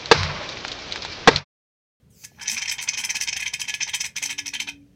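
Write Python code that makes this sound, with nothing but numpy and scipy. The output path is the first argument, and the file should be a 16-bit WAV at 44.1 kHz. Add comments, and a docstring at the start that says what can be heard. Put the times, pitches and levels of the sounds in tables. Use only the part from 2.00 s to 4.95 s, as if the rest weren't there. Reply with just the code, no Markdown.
"""An aerosol can held over a glass bowl spits foam in a small room, close to a phone, over a low rumble.
First gas leaks through the spout: breathy tones at several multiples of one sinking pitch, blurred at random.
Then plugs of foam leave in quick, gritty spurts: noise in four bands, shaped by the rings of spout and bowl.
Gas seeps between them; two soft knocks come early, one near the end, each made of dying sine waves.
A faint low glide comes midway; later a hum sounds with two more soft tones; a last bubble bursts as a short sine."""
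import sys
import numpy as np
from scipy import signal
from scipy.fft import rfft, irfft, next_fast_len
from scipy.io import wavfile
from scipy.ndimage import uniform_filter1d, map_coordinates

SR = 44100
rng = np.random.default_rng(int(sys.argv[2]) if len(sys.argv) > 2 else 0)


def digitize_waveform(pressure):
    """Quantize a signal to 16-bit integers and store it at the path in sys.argv[1].

    Rows of a 2-D input are taken as channels; values are limited to [-1, 1].
    """
    field = np.atleast_2d(pressure).T
    bounded = np.clip(field, -1, 1)
    quanta = np.round(bounded * 32767).astype(np.int16)
    wavfile.write(sys.argv[1], SR, quanta)


N = 130095  # length of the scene in samples

# The low rumble's colour. Each row: frequency in Hz, relative strength in dB per Hz.
RUMBLE_COLOUR = [(33, -35.5), (58, -3.5), (140, -2.5), (210, -7), (310, -21), (430, -15), (900, -35),
                 (2690, -36), (16000, -46.5)]
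RUMBLE_DB = -56

# How fast the room's echo dies. Each row: frequency in Hz, time to fall by 60 dB in seconds.
ROOM_DECAY = [(1700, 0.19), (6000, 0.13), (14000, 0.13)]
ROOM_DB = -9  # echo against the direct sound

# Soft knocks. Each row: start in seconds, level in dB, pitch as a multiple of the table's tones.
KNOCK_TIMES = [(0.317, -47.5, 3.24), (0.52, -45.5, 0.98), (2.685, -30.5, 3.34)]
# The table's tones at pitch 1. Each row: frequency in Hz, level in dB, time to fall by 60 dB in seconds.
TABLE_TONES = [(88, 5, 0.12), (229.6, 6, 0.16)]
# A last bubble bursting. Each row: start in seconds, level in dB before its soft onset, pitch in Hz.
BUBBLES = [(2.817, -56.5, 2410)]

# The faint hum's path. Each row: time in seconds, pitch in Hz, level in dB.
HUM_PATH = [(2.2, 279.5, -61.5), (2.26, 276.5, -56), (2.36, 284.5, -56.5), (2.45, 285.3, -50.5),
            (2.57, 284.3, -61), (2.68, 286.6, -50.5), (2.83, 283.6, -49.5), (2.9, 288.3, -64)]
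# Other soft tones. Each row: start in seconds, length in seconds, first Hz, last Hz, level at the top in dB.
GLIDE_TONES = [(1.032, 0.67, 57, 74.1, -57.5), (2.244, 0.21, 378, 375, -61.5), (2.532, 0.18, 243, 196, -55)]

# The first leak. Each row: time in seconds, tube pitch in Hz, level in dB.
LEAK_PATH = [(.09, 3330, -104), (.105, 3400, -63.5), (.13, 2950, -63.5), (.17, 2440, -59), (.24, 2360, -50),
             (.29, 2230, -68.5), (.42, 2150, -68)]
# The tube's tones. Each row: multiple of the pitch, relative level in dB.
TUBE_TONES = [(1, -8), (2, 4), (2.6, 4.5), (3, 3), (4.7, -4), (6.2, 4)]
LEAK_WOBBLES_PER_S, LEAK_AIR_DB = 650, -4  # breathiness of the lowest tone; hiss against the tones

# Spurts of gas. Each row: start in seconds, length in seconds, level in dB,
# middle band over that level in dB, treble over that level in dB.
SPURT_TIMES = [(0.241, 0.0071, -39, 2.5, 3.5), (0.398, 0.056, -43.5, -14, -19),
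               (0.415, 0.019, -38.5, 5, -5), (0.458, 0.031, -36.5, -3.5, -52),
               (0.477, 0.022, -31, 5.5, -9.5), (0.499, 0.017, -31, 4.5, -0.5), (0.519, 0.033, -32, 0, -2.5),
               (0.567, 0.013, -25.5, -6.5, -21), (0.58, 0.016, -30.5, -0.5, -19.0),
               (0.615, 0.018, -29, 3, -18), (0.655, 0.0063, -27.5, -10, -21), (0.68, 0.0085, -25, -1, -23),
               (0.696, 0.0027, -27.5, 9.5, -8), (0.713, 0.01, -26.5, 0.0, -2),
               (0.722, 0.024, -36, -3.5, -8.5), (0.784, 0.019, -27, -8, -31),
               (0.813, 0.026, -33.5, 1.5, -1), (0.875, 0.02, -27.5, -16, -31),
               (0.887, 0.0048, -25.5, 9, -13), (0.935, 0.013, -27.5, -2, -28),
               (0.975, 0.0071, -25.5, 1.5, -7.5), (0.986, 0.028, -29.5, -2.5, -7.5),
               (1.038, 0.0035, -20.5, -5, -14), (1.044, 0.01, -29.5, 2.5, 0.5),
               (1.091, 0.004, -27, -14, -21), (1.097, 0.014, -26.5, 2.5, -10.5), (1.15, 0.021, -26, 0, -8),
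               (1.206, 0.032, -29, 3, -3), (1.272, 0.017, -25, -5.5, -22), (1.286, 0.009, -28, 3, -31),
               (1.328, 0.0056, -25.5, 0.5, -20), (1.365, 0.0075, -21, -4.5, -11.5),
               (1.399, 0.0071, -26, -5, -8.5), (1.423, 0.0075, -24.5, -9, -13),
               (1.458, 0.012, -25, -8, -18.5), (1.472, 0.01, -31.5, 1, -16),
               (1.535, 0.012, -26, -4.5, -8.5), (1.599, 0.023, -28, 0, -6), (1.642, 0.013, -38.5, -6, -16),
               (1.681, 0.0092, -24.5, -6.5, -11.5), (1.695, 0.0084, -26.5, -3.5, -19),
               (1.74, 0.0066, -23.5, -8, -10.5), (1.807, 0.0054, -21, -10.5, -36),
               (1.819, 0.014, -23.5, 1, -24), (1.873, 0.018, -30.5, -8.5, -20.5),
               (1.889, 0.0062, -27.5, -13, -12), (1.937, 0.0036, -19.5, -7, -26),
               (1.944, 0.003, -15.5, -8, -8), (1.949, 0.012, -30.5, -6.5, -2.5),
               (2.005, 0.0083, -22.5, 3, -7.5), (2.043, 0.0057, -25.5, -5.5, -10.5),
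               (2.052, 0.014, -30, -4, -4.5), (2.162, 0.022, -28.5, -2, -9), (2.223, 0.017, -28, -3, -2.5),
               (2.234, 0.038, -33, 0, -8), (2.258, 0.0033, -27, 1, -4.5), (2.294, 0.013, -26, -8, -10.5),
               (2.303, 0.027, -31.5, -6, -9), (2.383, 0.014, -27, -3, -12.5),
               (2.46, 0.01, -26.5, -4.5, -11), (2.479, 0.0078, -34, 4.5, -7), (2.537, 0.0087, -24, -9, -12),
               (2.553, 0.0089, -27.5, -9, -20), (2.598, 0.0031, -20.5, -22, -13.5),
               (2.603, 0.023, -30.5, -3.5, -11.5), (2.673, 0.011, -34, -12, -18),
               (2.678, 0.02, -30, -7.5, -16.5)]
# Gas seeping between spurts. Each row: time in seconds, level in dB, extra level of the hollow band in dB.
SEEP_PATH = [(.14, -79, -9), (.25, -64, 7), (.33, -70.5, 4), (.39, -61, 36.5), (1.25, -66.5, 37.5),
             (2, -48, -4), (2.12, -79.5, -12), (2.7, -61, 3), (2.8, -82, -11)]
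# The jet's own colour. Each row: frequency in Hz, relative strength in dB per Hz.
JET_COLOUR = [(250, -34), (650, -44.5), (1300, -35), (1550, -17.5), (2200, -1.5), (2900, -12.5),
              (4400, -14), (5600, -21), (7300, -23), (10100, -32.5), (16000, -45)]
# Rings of spout and bowl. Each row: frequency in Hz, width at half height in Hz, relative level in dB.
SPOUT_RINGS = [(922, 240, -23.5), (1706.6, 23, -2), (2499, 220, 1.5), (3140, 146, 0), (3670, 53, -6.5),
               (5220, 437, -5), (6030, 736, -2.5), (7790, 140, -16.5)]
# The spout's ring brightens as it clears. Each row: time in seconds, tilt in dB per octave.
CLEARING_TILT = [(1.4, -0.5), (2.7, 9.5)]
TILT_HZ = 2630  # pivot of the tilt
# Borders between the hollow, body, middle and treble bands: three frequencies in Hz.
BAND_EDGES = (1350, 4200, 8000)

ATTACK_S, RELEASE_S, TREBLE_RELEASE_S = 0.0018, 0.0057, 0.0044
SAG_DB_PER_S = 151  # pressure sags while a spurt lasts
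POP_DB, POP_S = -6, 0.0013  # the plug lets go with a pop
LEAD_DB, LEAD_S = -17, 0.0047  # a weak hiss swells before the plug lets go
SPITS_PER_S, SPIT_S, SPIT_DB = 380, 0.0017, 7  # bubbles tearing the jet: how often, decay, over the hiss
OWN_SPIT_DB = 2.5  # each band makes a spit stronger or weaker by about this much
PATCH_DB = 2.5  # scatter of the noise colour
HOLLOW_FOLLOWS, HOLLOW_DB = 0.61, -45.5  # the hollow band follows the spurt in part, about this level
HOLLOW_EARLY_S, TREBLE_LATE_S = 0.0047, 0.0037  # a spurt starts hollow and brightens as the spout clears

TOP_HZ, LOW_HZ = 15900, 34  # the phone's limits


def amp(db):
    """Turn dB into a factor."""
    return 10 ** (np.asarray(db) / 20)


def unit(x):
    """Scale x to an average strength (RMS) of one."""
    return x / np.sqrt(np.mean(x ** 2) + 1e-20)


def along(points, hz):
    """Read a table of (Hz, value) rows at hz, on a log frequency axis."""
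    f, v = np.transpose(points)
    return np.interp(np.log(hz + 1), np.log(f + 1), v)


def curves(rows):
    """Give one value per sample for each column after the time."""
    s, *cols = np.transpose(rows)
    return [np.interp(np.arange(N) / SR, s, c) for c in cols]


def wobble(rate):
    """Make a smooth random curve with this many random points a second."""
    return map_coordinates(rng.standard_normal(N // 8), [np.arange(N) * rate / SR])


def filtered(x, gain):
    """Give x this gain over frequency, with no ringing ahead of a sound (minimum phase)."""
    m = 2 * next_fast_len(N // 2 + 8192)
    cepstrum = irfft(np.log(gain(np.fft.rfftfreq(m, 1 / SR)) + 1e-6), m)
    # Fold the backward half onto the forward half.
    cepstrum[1:m // 2] *= 2
    cepstrum[m // 2 + 1:] = 0
    return irfft(rfft(x, m) * np.exp(rfft(cepstrum)), m)[:N]


def rumble():
    """The room's low rumble: steady noise, strongest in the bass."""
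    noise = filtered(rng.standard_normal(N), lambda hz: amp(along(RUMBLE_COLOUR, hz)))
    return amp(RUMBLE_DB) * unit(noise)


def room(x):
    """Each pitch of the echo dies at its own speed; its noise tail is drawn afresh every 1/20 s."""
    step = SR // 20
    pieces = np.pad(x, (0, -N % step)).reshape(-1, step)
    hz, t, z = signal.stft(rng.standard_normal((len(pieces), SR // 4)), SR, nperseg=128)
    decay = amp(-60 * t / np.abs(along(ROOM_DECAY, hz))[:, None])
    tails = signal.istft(z * decay, SR, nperseg=128)[1]
    tails = tails / np.linalg.norm(tails, axis=1, keepdims=True)
    wet = signal.fftconvolve(pieces, tails, axes=1)
    # Add the echoes at their places, 150 samples after the direct sound.
    at = np.arange(len(pieces))[:, None] * step + np.arange(wet.shape[1]) + 150
    return np.bincount(at.ravel(), wet.ravel())[:N]


def knocks():
    """Soft knocks on the table: its tones start softly and die away, faster at a higher pitch."""
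    out, t = np.zeros(N + SR), np.arange(SR // 4) / SR
    for s, db, pitch in KNOCK_TIMES:
        ring = np.zeros(len(t))
        for hz, tone_db, t60 in TABLE_TONES:
            ring += amp(tone_db - 60 * pitch ** 2 * t / t60) * np.sin(2 * np.pi * pitch * hz * t)
        onset = 1 - np.exp(-pitch * t / 0.006)
        out[round(s * SR):][:len(t)] += amp(db) * ring * onset
    return out[:N]


def last_bubble():
    """A bursting bubble rings as one short tone that dies quickly."""
    out, t = np.zeros(N + SR), np.arange(SR // 4) / SR
    for s, db, hz in BUBBLES:
        onset = 1 - np.exp(-t / 0.0012)
        out[round(s * SR):][:len(t)] += amp(db - 60 * t / 0.033) * np.sin(2 * np.pi * hz * t) * onset
    return out[:N]


def glides():
    """Short soft sine tones that swell, fade and glide in pitch."""
    out, t = np.zeros(N), np.arange(N) / SR
    for s, length, from_hz, to_hz, db in GLIDE_TONES:
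        progress = np.clip((t - s) / length, 0, 1)
        hz = from_hz + (to_hz - from_hz) * progress
        out += amp(db) * np.sin(np.pi * progress) * np.sin(2 * np.pi * np.cumsum(hz) / SR)
    return np.sqrt(2) * out  # levels are RMS


def hum():
    """A faint pure sine that wavers in pitch and swells twice."""
    hz, db = curves(HUM_PATH)
    started = np.arange(N) / SR > HUM_PATH[0][0]
    return np.sqrt(2) * amp(db) * started * np.sin(2 * np.pi * np.cumsum(hz) / SR)


def leak():
    """Breathy tube tones that sink as foam fills the spout, with airy hiss."""
    pitch, db = curves(LEAK_PATH)
    phase, t = 2 * np.pi * np.cumsum(pitch) / SR, np.arange(N) / SR
    tones = np.zeros(N)
    for k, tone_db in TUBE_TONES:
        # Random wobbles in strength blur each tone, more for the higher ones.
        rate = LEAK_WOBBLES_PER_S * np.sqrt(k)
        tones += amp(tone_db) * (wobble(rate) * np.cos(k * phase) + wobble(rate) * np.sin(k * phase))
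    air = unit(filtered(rng.standard_normal(N), lambda hz: hz / (hz + 4000)))
    sounding = (t > LEAK_PATH[0][0]) * (t < LEAK_PATH[-1][0])
    return amp(db) * sounding * (unit(tones) + amp(LEAK_AIR_DB) * air)


def patchy(patch_db, tilted):
    """Noise whose colour drifts in small patches; if tilted, it brightens as the spout clears."""
    hz, t, z = signal.stft(rng.standard_normal(N + 512), SR, nperseg=256)
    patches = uniform_filter1d(rng.standard_normal(z.shape), size=3, axis=0)
    patches = uniform_filter1d(patches, size=3, axis=1)
    octaves = np.clip(np.log2((hz + 1) / TILT_HZ), -0.5, 0.5)  # the tilt levels off half an octave away
    tilt_db = tilted * np.outer(octaves, np.interp(t, *np.transpose(CLEARING_TILT)))
    return unit(signal.istft(z * amp(patch_db * unit(patches) + tilt_db), nperseg=256)[1][:N])


def spout(hz):
    """The jet's colour with the rings of spout and bowl on top, as a gain."""
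    rings = sum(amp(2 * db) / (1 + (2 * (hz - c) / w) ** 2) ** 2 for c, w, db in SPOUT_RINGS)
    return np.sqrt(amp(2 * along(JET_COLOUR, hz)) + rings)


def band_gain(k):
    """The spout's gain within band k alone, with steep sides."""
    edges = [1, *BAND_EDGES, SR]

    def under(hz, edge):
        return 1 / (1 + (hz / edge) ** 16)

    return lambda hz: spout(hz) * np.sqrt(np.abs(under(hz, edges[k + 1]) - under(hz, edges[k])))


def spitting(kicks):
    """Bubbles tear the jet: sudden short swells on a steady hiss, evened out over 1/60 s."""
    sized = kicks * amp(SPIT_DB + OWN_SPIT_DB * rng.standard_normal(N))
    swell = 1 + signal.lfilter([1], [1, -np.exp(-1 / (SPIT_S * SR))], sized)
    return swell / np.sqrt(np.abs(uniform_filter1d(swell ** 2, size=SR // 60)))


def spurt_shape(after, length, release_s):
    """A plug lets go with a pop after a weak hiss; pressure sags, then the spurt dies away."""
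    opening = amp(-SAG_DB_PER_S * (after - length / 2)) / (1 + np.exp(-after / ATTACK_S))
    opening += amp(LEAD_DB) * np.exp(after / LEAD_S) * (after < 0)
    opening += amp(POP_DB) * np.exp(-np.abs(after) / POP_S) * (after >= 0)
    return opening * np.exp(-np.clip(after - length, 0, None) / release_s)


def spurts():
    """Spurts and seeping gas: four bands of jet noise share the same spits and nearly the same timing."""
    t = np.arange(N) / SR
    kicks = (rng.random(N) < SPITS_PER_S / SR) * rng.random(N)
    seep_db, seep_hollow_db = curves(SEEP_PATH)
    seep = amp(seep_db) * (t > SEEP_PATH[0][0])
    hz = np.linspace(0, SR / 2, num=4000)
    size = [np.sqrt(np.mean(band_gain(k)(hz) ** 2)) for k in range(4)]
    mean_db = np.mean(SPURT_TIMES, axis=0)[2]
    out = np.zeros(N)
    for k in range(4):  # hollow, body, middle, treble
        natural = size[k] / size[1]  # the band's own strength against the body
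        power = (seep * natural * (amp(seep_hollow_db) if k == 0 else 1)) ** 2
        release_s = TREBLE_RELEASE_S if k == 3 else RELEASE_S
        for start, length, db, middle_db, treble_db in SPURT_TIMES:
            s = start + [-HOLLOW_EARLY_S, 0, 0, TREBLE_LATE_S][k]
            i = slice(int((s - 0.03) * SR), int((s + length + 0.1) * SR))
            hollow_db = HOLLOW_DB + HOLLOW_FOLLOWS * (db - mean_db)
            band_db = [hollow_db, db, db + middle_db, db + treble_db][k]
            power[i] += (amp(band_db) * spurt_shape(t[i] - s, length, release_s)) ** 2
        noise = np.sqrt(power) * spitting(kicks) * patchy(PATCH_DB, k == 1)
        out += filtered(noise, band_gain(k)) / size[k]
    return out


def scene():
    """Can, knocks and bubble with their echo, over hum, gliding tones and rumble."""
    near = spurts() + leak() + knocks() + last_bubble()
    return (near + amp(ROOM_DB) * room(near) + hum() + glides() + rumble())[None]


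def record(dry):
    """The phone keeps nothing above its top limit and little deep bass."""
    hz = np.fft.rfftfreq(N, 1 / SR)
    return irfft(rfft(dry) * (hz < TOP_HZ) / (1 + (LOW_HZ / (hz + 1)) ** 4), N)


dry = scene()
out = record(dry)
digitize_waveform(out)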